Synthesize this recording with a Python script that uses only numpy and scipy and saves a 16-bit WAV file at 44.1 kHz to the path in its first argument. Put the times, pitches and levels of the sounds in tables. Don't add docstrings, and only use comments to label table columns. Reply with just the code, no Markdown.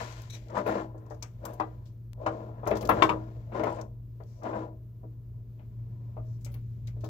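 import sys
import numpy as np
from scipy import signal
from scipy.fft import rfft, irfft, next_fast_len
from scipy.io import wavfile
from scipy.ndimage import uniform_filter1d

SR = 44100
rng = np.random.default_rng(int(sys.argv[2]) if len(sys.argv) > 2 else 0)


def rack_gain(trim_db):
    fader = np.asarray(trim_db, float)
    return 10 ** (fader / 20)


def transcribe(signal):
    frames = np.atleast_2d(signal).T
    limited = np.clip(frames, -1, 1)
    pcm = np.round(limited * 32767).astype(np.int16)
    wavfile.write(sys.argv[1], SR, pcm)


N = 312667

# start in seconds, peak in dB, sharpness in dB,
# fall of the rattle in dB per 10 ms.
FLOOR_KNOCKS = [(0.945, -39.5, -47, 10), (2.826, -34.5, -12, 15), (2.854, -31.5, -27, 10.5),
                (2.967, -27.5, -31, 7), (4.575, -48, -28.5, 6), (5.032, -44.5, -48, 10),
                (6.461, -46.5, -3, 1), (6.539, -51, -3.5, 1.5), (6.876, -58.5, 5, 4), (6.965, -50, -45, 24),
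                (7.036, -35.5, -31, 7.5)]
WALL_KNOCKS = [(0.661, -25.5, -14, -3), (0.684, -26.5, -26, 8), (1.108, -36, -25.5, 10),
               (2.632, -34.5, -29, 7), (2.664, -24, -18, 8), (2.675, -25, -18, 22),
               (2.712, -20.5, -12.5, 12), (2.223, -52, -23, 1), (3.519, -38.5, -20, 0), (3.55, -34, -28, 6),
               (3.595, -26.5, -17.5, 13), (3.634, -23.5, -13, 9.5), (3.785, -35.5, -23, 11),
               (4.202, -44, -23, 15), (4.434, -37, -22, 10), (4.452, -31, -19.5, 11),
               (4.461, -31.5, -22.5, 10.5), (4.53, -30.5, -17.5, 9.5), (5.592, -53.5, -6.5, -1),
               (6.166, -35.5, -35, 13.5)]
RAIL_KNOCKS = [(0.546, -32, -40, 4), (0.566, -25, -50, 6.5), (1.223, -45, -2, -3), (1.426, -52, -44, -3),
               (1.454, -34.5, -34, 18), (1.598, -21.5, -16.5, 21), (2.262, -20, -16, 16),
               (2.8905, -12.5, -16, 19.5), (2.903, -18, -15, 10.5), (3.022, -11, -1, 20),
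               (3.092, -18.5, -3, 13.5), (3.104, -26, -11.5, 11.5), (3.669, -25.5, -19.5, 12.5),
               (4.421, -46, -23, 10.5)]
# start in seconds,
# peak in dB, top end in dB, fall in dB per 10 ms.
SCREW_TICKS = [(0.304, -44.5, -42, 15), (0.4828, -49, -25, 16), (1.855, -52, -25, 3), (0.664, -45, -8, 1),
               (1.5995, -39, -21, 9.5), (2.2626, -35.5, -31, 6), (2.6549, -49, -30, 13),
               (2.7054, -42.5, -16, 6), (2.753, -38, -27, 4), (2.7683, -35, -15.5, 9),
               (2.8091, -33.5, -19.5, 7), (2.825, -46, -4, 15.5), (2.8515, -34.5, -15.5, 12),
               (2.8905, -29.5, -6, 9), (3.025, -24.5, -23, 5), (3.093, -36.5, -22, 6.5),
               (3.594, -45, -30, 11.5), (3.6358, -38, -15.5, 12.5), (4.2353, -54.5, -27, 19.5),
               (6.5161, -55, -4.5, -3.5), (6.541, -43.5, -6, 14.5), (6.8712, -41.5, -18, 7.5),
               (7.0069, -52.5, -17, 4.5), (7.0413, -42.5, -16.5, 4)]
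FORK_TICKS = [(0.123, -42, -25, 14), (0.218, -40.5, -10.5, 18), (0.501, -49, -29, 15),
              (1.0624, -61, -23, 16), (1.1, -50, -22, -1), (1.1453, -56, -14, 22), (1.2247, -27, -24.5, 12),
              (2.6725, -31.5, -14, 10), (2.873, -35, -11, 43), (4.432, -48, -20, 9),
              (3.812, -36, -23.5, 17)]
STRAND_TICKS = [(0.578, -39, -18, 22), (0.978, -60, -24, 8), (1.4518, -31, -11, 13),
                (1.534, -47.5, -5.5, 10), (3.703, -49, -21.5, 21.5), (3.725, -49, -18, 22),
                (3.746, -52, -24, 22), (3.759, -52, -21, 22), (6.409, -56.5, -15.5, 3),
                (6.4462, -33.5, -17, 7.5)]
# start in seconds, peak in dB, left-right balance in dB.
SNAP = [
    (2.133, -39.5, 40),
]
# time in seconds, level in dB.
SCRAPE = [
    (.298, -54),
    (.305, -45),
    (.318, -59),
    (.332, -50.5),
    (.342, -49.5),
    (.351, -49.5),
    (.37, -63),
    (.4, -84),
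]
# pitch in Hz, width in Hz, level in dB.
LUG = [(2400, 220, 3.5), (3920, 190, 12.5), (5940, 350, 8.5), (9450, 280, -23), (11900, 1100, -14)]
# start in seconds, length in seconds, level in dB,
# contact pitch in Hz.
SLIDES = [
    (4.237, 0.21, -76.5, 5700),
    (6.235, .16, -79, 5670),
]
# full contact in seconds, hold in seconds, panel drive in dB,
# surface fizz in dB, brightness in dB.
DRAGS = [(0.0, 0.0014, -38, -54, 5), (0.001, .28, -54.5, -50.5, 9), (0.345, 0.026, -55, -60, -28),
         (0.507, 0.014, -49.5, -86, -2), (0.566, 0.027, -30, -56.5, -9.5), (0.678, 0.13, -30, -56, -5.5),
         (1.449, .09, -41.5, -71, -14), (2.22, 0.051, -40, -76, -36), (2.323, 0.17, -38.5, -71.5, -19),
         (2.712, .06, -35.5, -68, -2), (2.833, 0.087, -37, -73.5, -34), (2.923, .04, -30, -61, -18),
         (2.977, 0.036, -29.5, -60.5, -6.5), (3.11, 0.032, -35, -74.5, -15), (3.554, 0.054, -33.5, -63, -7),
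         (3.66, .14, -35, -62.5, -11), (4.454, .06, -36, -67, -11), (4.557, 0.077, -35, -68.5, -13)]
# time in seconds, pressure in dB, sliding in dB.
STIR = [(0, -66.5, -84.5), (.45, -70.5, -73), (.94, -60.5, -95), (1.07, -55, -88), (1.3, -73, -84),
        (1.65, -54, -79), (2.07, -81, -100), (2.6, -52, -84.5), (3.2, -50.5, -76.5), (3.44, -61.5, -81),
        (3.96, -78, -99), (4.3, -72, -84), (4.8, -76, -98.5), (5.38, -74, -93.5), (5.6, -73, -89),
        (6.2, -66, -87), (6.65, -79.5, -83.5), (7.09, -65.5, -88)]
# time in seconds, left-right balance in dB.
HANDS = [(0, 6), (1.3, 10), (1.6, 8), (2.2, 7), (4.3, 11), (4.6, 5), (7.09, 8.5)]
# pitch in Hz, level in dB, T60 in seconds.
PANEL = [(130.2, -8.5, 0.28), (188, -9.5, 0.34), (211, 2, 0.33), (253.7, -5.5, 0.21), (318, 6.5, 0.33),
         (385.8, -1.5, 0.16), (439.7, 1, 0.2), (465.4, -2.5, 0.4), (591, -8, 0.12), (632, 2.5, 0.45),
         (704.5, -7.5, 0.18), (834.4, -8, 0.17), (976, 1.5, 0.12), (1060, -6, 0.09), (1204, -6, 0.21),
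         (1373, -10.5, 0.032), (1600, -13.5, 0.43), (1960, -15, 0.25)]
# frequency in Hz, level in dB per Hz.
BODY = [(90, -40.5), (150, -3), (315, -9.5), (460, -6), (630, -2), (1000, -9.5), (1400, -7.5), (2200, -17),
        (4000, -26.5), (6000, -63)]
# frequency in Hz, level in dB per Hz.
FIZZ = [(880, -27), (1500, -16.5), (2240, -10.5), (2570, -14.5), (3500, -16), (4190, -16.5), (7480, -20),
        (8690, -37), (13100, -31.5), (16300, -59)]
# frequency in Hz, T60 in seconds.
ROOM = [(200, 0.25), (1000, 0.16), (3000, 0.097), (8000, 0.24)]
# time in seconds, level in dB.
HUM = [(0, -42), (1, -43), (2, -43), (2.8, -38.5), (3.5, -38.5), (4.2, -42.5), (5, -43), (5.6, -40.5),
       (6.2, -37), (7.09, -35)]
# frequency in Hz, level in dB per Hz.
RUMBLE = [(20, -24.5), (36, -23.5), (46, -6.5), (53, -4), (60, -2), (72, -15), (98, -3), (112, -11.5),
          (135, -13), (150, -18), (200, -18), (350, -35), (520, -46), (900, -100)]
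# frequency in Hz, level in dB per Hz.
HISS = [(180, -30.5), (300, 0), (426, -4), (566, -22), (626, -13.5), (904, -52.5), (1220, -23.5),
        (1600, -31.5), (1740, -28), (1890, -32), (7600, -38), (8300, -43), (10000, -41.5), (11500, -33),
        (15200, -26.5), (16300, -49)]
# frequency in Hz, likeness from 0 to 1.
SAME = [(60, 0.87), (180, 0.63), (550, 1), (1650, 0.21), (4970, 0.25), (15000, 0.08)]

FLOOR_HZ, WALL_HZ, RAIL_HZ = 420, 686, 1046
SCREW_HZ, FORK_HZ, STRAND_HZ = 4100, 6140, 7500
SCREW_WIDTH, FORK_WIDTH, STRAND_WIDTH = 0.48, 0.15, 0.312
LUGS_LEFT_DB = 3
GRIP_DB_PER_S, SAG_DB_PER_S, LIFT_DB_PER_S = 351.5, 55.5, 190.5


def read(points, hz):
    f, value = np.transpose(points)
    return np.interp(np.log(hz + 1), np.log(f + 1), value)


def curves(rows):
    s, *columns = np.transpose(rows)
    return [np.interp(np.arange(N) / SR, s, c) for c in columns]


def evened(x):
    return x / np.sqrt(np.mean(x ** 2) + 1e-20)


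def coloured(x, gain):
    n = next_fast_len(x.shape[-1])
    spectrum = rfft(x, n) * gain(np.fft.rfftfreq(n, 1 / SR))
    return irfft(spectrum, n)[..., :x.shape[-1]]


def modes(hz, table, gains):
    total = 0
    for (f, db, t60), g in zip(table, gains):
        ring_s = max(t60, .0005) * np.pi / np.log(1000)
        total = total + g * rack_gain(db) / (1 + 2j * (hz - f) * ring_s)
    return total


def pair(n, same):
    a, b = rng.standard_normal((2, n))
    same = np.clip(same, 0, 1)
    return np.array([a, same * a + np.sqrt(1 - same ** 2) * b])


def lumps(width):
    once = uniform_filter1d(rng.standard_normal(N), size=width)
    return evened(uniform_filter1d(once, size=width))


def placed(x, pan_db):
    lag_samples = 12
    pan_db = np.clip(pan_db, -8, 16)
    near = np.array([x[0] * rack_gain(pan_db / 2), np.roll(x[1], lag_samples) * rack_gain(-pan_db / 2)])
    low = lambda hz: 1 / (1 + (hz / 400.) ** 4)
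    return near - coloured(np.outer([.5, -.5], near[0] - near[1]), low)


def faded(x):
    n = np.arange(x.shape[1])
    return x * np.clip(n / 20, 0, 1) * np.clip(4 - 4 * n / len(n), 0, 1) ** 2


def add(mix, s, sound):
    part = mix[:, round(s * SR):][:, :sound.shape[1]]
    part += sound[:, :part.shape[1]]


def panel(push, centre_hz, slope_db, crowd_db, t60):
    def near(hz):
        fall_db = -slope_db * np.log2((hz + 1) / centre_hz) ** 2
        return rack_gain(np.maximum(fall_db, -18. - 30 * (hz > centre_hz)))

    gains = rng.choice([-1., 1.], len(PANEL)) * rack_gain(1.8 * rng.standard_normal((2, len(PANEL))))
    clear = np.array([coloured(push[c], lambda hz: near(hz) * modes(hz, PANEL, gains[c])) for c in range(2)])
    crowd = pair(8000, 0.21) * rack_gain(-60 * np.arange(8000) / SR / t60)
    lines = rfft(crowd)
    lines = lines / uniform_filter1d(abs(lines), size=25)
    crowd = irfft(lines)[:, :4000] * np.hanning(8000)[4000:]
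    crowd = signal.oaconvolve(push, crowd, axes=1)[:, :push.shape[1]]
    crowd = coloured(crowd, lambda hz: near(hz) * rack_gain(read(BODY, hz)))
    return evened(clear) + rack_gain(crowd_db) * evened(crowd)


def knock(peak_db, centre_hz, sharp_db, fall_db, pan_db):
    t = np.arange(16000) / SR
    dull_db = np.clip(sharp_db, -55, 0)
    rise_s = 0.0014 * rack_gain(-.3 * np.clip(sharp_db, -45, 0))
    rattle = rack_gain(-100 * np.clip(fall_db, 3, 60) * t) + 2.3 * rack_gain(-60 * t / 0.025)
    strike = 4.1 * np.sin(2 * np.pi * centre_hz * t) * np.exp(-t / 0.00084) * rack_gain(0.15 * dull_db)
    blow = pair(len(t), 0.7) * (1 - np.exp(-t / rise_s)) * rattle + strike
    ring = panel(blow, centre_hz, -0.3 - 0.11 * dull_db, 0.32, 0.16)
    crack_modes = [(2200, 0.0, 0.0047), (3130, -15.5, 0.001)]  # Hz, dB, T60 s
    crack = coloured(blow, lambda hz: modes(hz, crack_modes, (1, -1)))
    both = ring / abs(ring).max() + rack_gain(sharp_db - 1.5) * crack / abs(crack).max()
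    return faded(placed(rack_gain(peak_db + 3.5) * both, pan_db))


def tick(peak_db, centre_hz, width, top_db, fall_db, pan_db):
    t = np.arange(6000) / SR
    shape = rack_gain(-100 * np.clip(fall_db, 3, 90) * t) + 0.43 * rack_gain(-60 * t / .002)
    burst = pair(len(t), 0.071) * shape * (1 - np.exp(-t / 0.00074))

    def lug(hz):
        ring = 1 / (1 + 1j * (hz - centre_hz) / (width * centre_hz))
        return ring * hz / (hz + 5100.0) / (1 + (hz / 8600.0) ** 8)

    def top(hz):
        off = (hz - 12800) / 2600
        return 1 / (1 + (1j * off) ** 2 + 1.4j * off)

    low, high = coloured(burst, lug), coloured(burst, top)
    both = low / abs(low).max() + rack_gain(top_db + 10.0) * high / abs(high).max()
    return faded(placed(rack_gain(peak_db - 6.0) * both, pan_db))


def snap(peak_db, pan_db):
    u = np.arange(400) / 3.7
    return placed(rack_gain(peak_db + 1.5) * np.tile((1 - u) * np.exp(-u), (2, 1)), pan_db)


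def scrape():
    start_s, end_s = SCRAPE[0][0], SCRAPE[-1][0]
    t = np.arange(round((end_s - start_s) * SR)) / SR + start_s
    ring = lambda hz: sum(rack_gain(db) / (1 + 2j * (hz - f) / width) for f, width, db in LUG)
    sound = evened(coloured(pair(len(t), 0.32), ring)) * rack_gain(np.interp(t, *np.transpose(SCRAPE)))
    return placed(sound * signal.windows.tukey(len(t), .05), 8.7)


def slide(length_s, level_db, contact_hz):
    width_hz = 2400
    t = np.arange(round(length_s * SR)) / SR
    hiss = coloured(pair(len(t), 0.35), lambda hz: 1 / (1 + (2 * (hz - contact_hz) / width_hz) ** 2))
    return placed(rack_gain(level_db) * evened(hiss) * signal.windows.tukey(len(t), .5), 10.4)


def contact():
    fizz_grip, fizz_lift, dulling = 1.7, 1.4, 1
    stir_bright_db = -10
    pressure_db, sliding_db = curves(STIR)
    power = rack_gain(2 * np.array([pressure_db, sliding_db, pressure_db + stir_bright_db]))
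    for s, hold_s, drive_db, fizz_db, bright_db in DRAGS:
        first = max(round(s * SR) - 8000, 0)
        t = np.arange(first, first + 36000) / SR - s
        edge_db = -GRIP_DB_PER_S * np.maximum(-t, 0) - LIFT_DB_PER_S * np.maximum(t - hold_s, 0)
        sag_db = -SAG_DB_PER_S * np.clip(t, 0, max(hold_s, 0))
        levels_db = np.array([
            drive_db + edge_db,
            fizz_db + np.where(t < 0, fizz_grip, fizz_lift) * edge_db,
            drive_db + bright_db + (1 + dulling) * edge_db])
        add(power, first / SR, rack_gain(2 * (levels_db + sag_db)))
    drive_db, fizz_db, upper_db = 10 * np.log10(power)
    return drive_db, fizz_db, upper_db - drive_db


def rubbing():
    drive_db, fizz_db, bright_db = contact()
    slips = rack_gain(3.0 * np.minimum(rng.exponential(1, N), 3)) * (rng.random(N) < 900 / SR)
    grain = 0.86 + evened(signal.lfilter([1], [1, -.985], slips))
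    push = pair(N, 1.0) * grain * rack_gain(drive_db)
    ring = panel(push, 560.0, 1.1, 1.67, 0.03) * np.sqrt(np.mean(push ** 2)) * rack_gain(-6.0)
    upper = coloured(ring, lambda hz: 1 - 1 / (1 + (hz / 800) ** 4))
    ring = coloured(ring, lambda hz: 1 / (1 + (89.0 / (hz + 1)) ** 2))
    ring = ring + upper * (rack_gain(bright_db - 1.0) - 1)
    fizz = coloured(pair(N, 0.1) * np.sqrt(grain), lambda hz: rack_gain(read(FIZZ, hz)))
    fizz = evened(fizz) * rack_gain(fizz_db + 2.5)
    coarse = coloured(fizz, lambda hz: 1 / (1 + (hz / 3500.) ** 4))
    coarse_db = 2 + 0.12 * (drive_db - fizz_db - 25.0)
    fizz = fizz + coarse * (rack_gain(coarse_db) - 1)
    return placed(ring, 6.6) + placed(fizz, 9.8)


def room(x):
    taps = np.zeros((2, SR // 2))
    at = np.arange(200, SR // 2 - 20, 20) + rng.integers(0, 20, (2, (SR // 2 - 201) // 20))
    np.put_along_axis(taps, at, rng.choice([-1., 1.], at.shape), 1)
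    hz, t, z = signal.stft(taps, SR, nperseg=256)
    decay = rack_gain(-60 * t / read(ROOM, hz)[:, None])
    tail = signal.istft(z * decay, SR, nperseg=256)[1]
    return signal.fftconvolve(x, tail / np.linalg.norm(tail[0]), axes=1)[:, :N]


def hum():
    turn = 2 * np.pi * np.cumsum(116.3 + 0.69 * lumps(3000)) / SR
    tone = np.array([np.sin(turn + lag) + 0.025 * np.sin(2 * turn) for lag in (0, .15)])
    level_db = curves(HUM)[0] - 2.5 + 1.5 * lumps(1500) + np.array([[.7], [-.7]])
    return np.sqrt(2) * tone * rack_gain(level_db)


def background():
    rumble_db, follows_hum, hiss_db = -54.5, 0.84, -67
    shake_s, shake_length_s, shake_db = 2.9, 0.27, 6.5
    rumble = evened(coloured(pair(N, 0.96), lambda hz: rack_gain(read(RUMBLE, hz))))
    a, b = rng.standard_normal((2, N))
    same = lambda hz: np.clip(read(SAME, hz), 0, 1)
    other = lambda hz: np.sqrt(1 - same(hz) ** 2)
    both = np.array([a, coloured(a, same) + coloured(b, other)])
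    hiss = evened(coloured(both, lambda hz: rack_gain(read(HISS, hz))))
    hum_db = curves(HUM)[0]
    shake = np.exp(-((np.arange(N) / SR - shake_s) / shake_length_s) ** 2)
    swell_db = follows_hum * (hum_db - hum_db.min()) + shake_db * shake
    return rumble * rack_gain(rumble_db + swell_db + 4.0) + hiss * rack_gain(hiss_db + 0.54 * lumps(2000))


def scene():
    knocks, ticks = np.zeros((2, 2, N))
    side_db = lambda s: np.interp(s, *np.transpose(HANDS))
    for hz, rows in [(FLOOR_HZ, FLOOR_KNOCKS), (WALL_HZ, WALL_KNOCKS), (RAIL_HZ, RAIL_KNOCKS)]:
        for s, peak_db, sharp_db, fall_db in rows:
            add(knocks, s, knock(peak_db, hz, sharp_db, fall_db, side_db(s)))
    parts = [(SCREW_HZ, SCREW_WIDTH, SCREW_TICKS),
             (FORK_HZ, FORK_WIDTH, FORK_TICKS),
             (STRAND_HZ, STRAND_WIDTH, STRAND_TICKS)]
    for hz, width, rows in parts:
        for s, peak_db, top_db, fall_db in rows:
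            add(ticks, s, tick(peak_db, hz, width, top_db, fall_db, side_db(s) + LUGS_LEFT_DB))
    add(ticks, SCRAPE[0][0], scrape())
    for s, length_s, level_db, contact_hz in SLIDES:
        add(ticks, s, slide(length_s, level_db, contact_hz))
    echoes = room(rack_gain(-5.5) * knocks + rack_gain(-14.0) * ticks)
    for s, peak_db, pan_db in SNAP:
        add(ticks, s, snap(peak_db, pan_db))
    return knocks + ticks + echoes + rubbing() + hum() + background()


def roll_off(x):
    return signal.sosfilt(signal.butter(12, 16500, fs=SR, output="sos"), x)


def record(dry):
    mix = coloured(dry, lambda hz: 1 / (1 + (hz / 16050) ** 160))
    return roll_off(mix)


dry = scene()
out = record(dry)
transcribe(out)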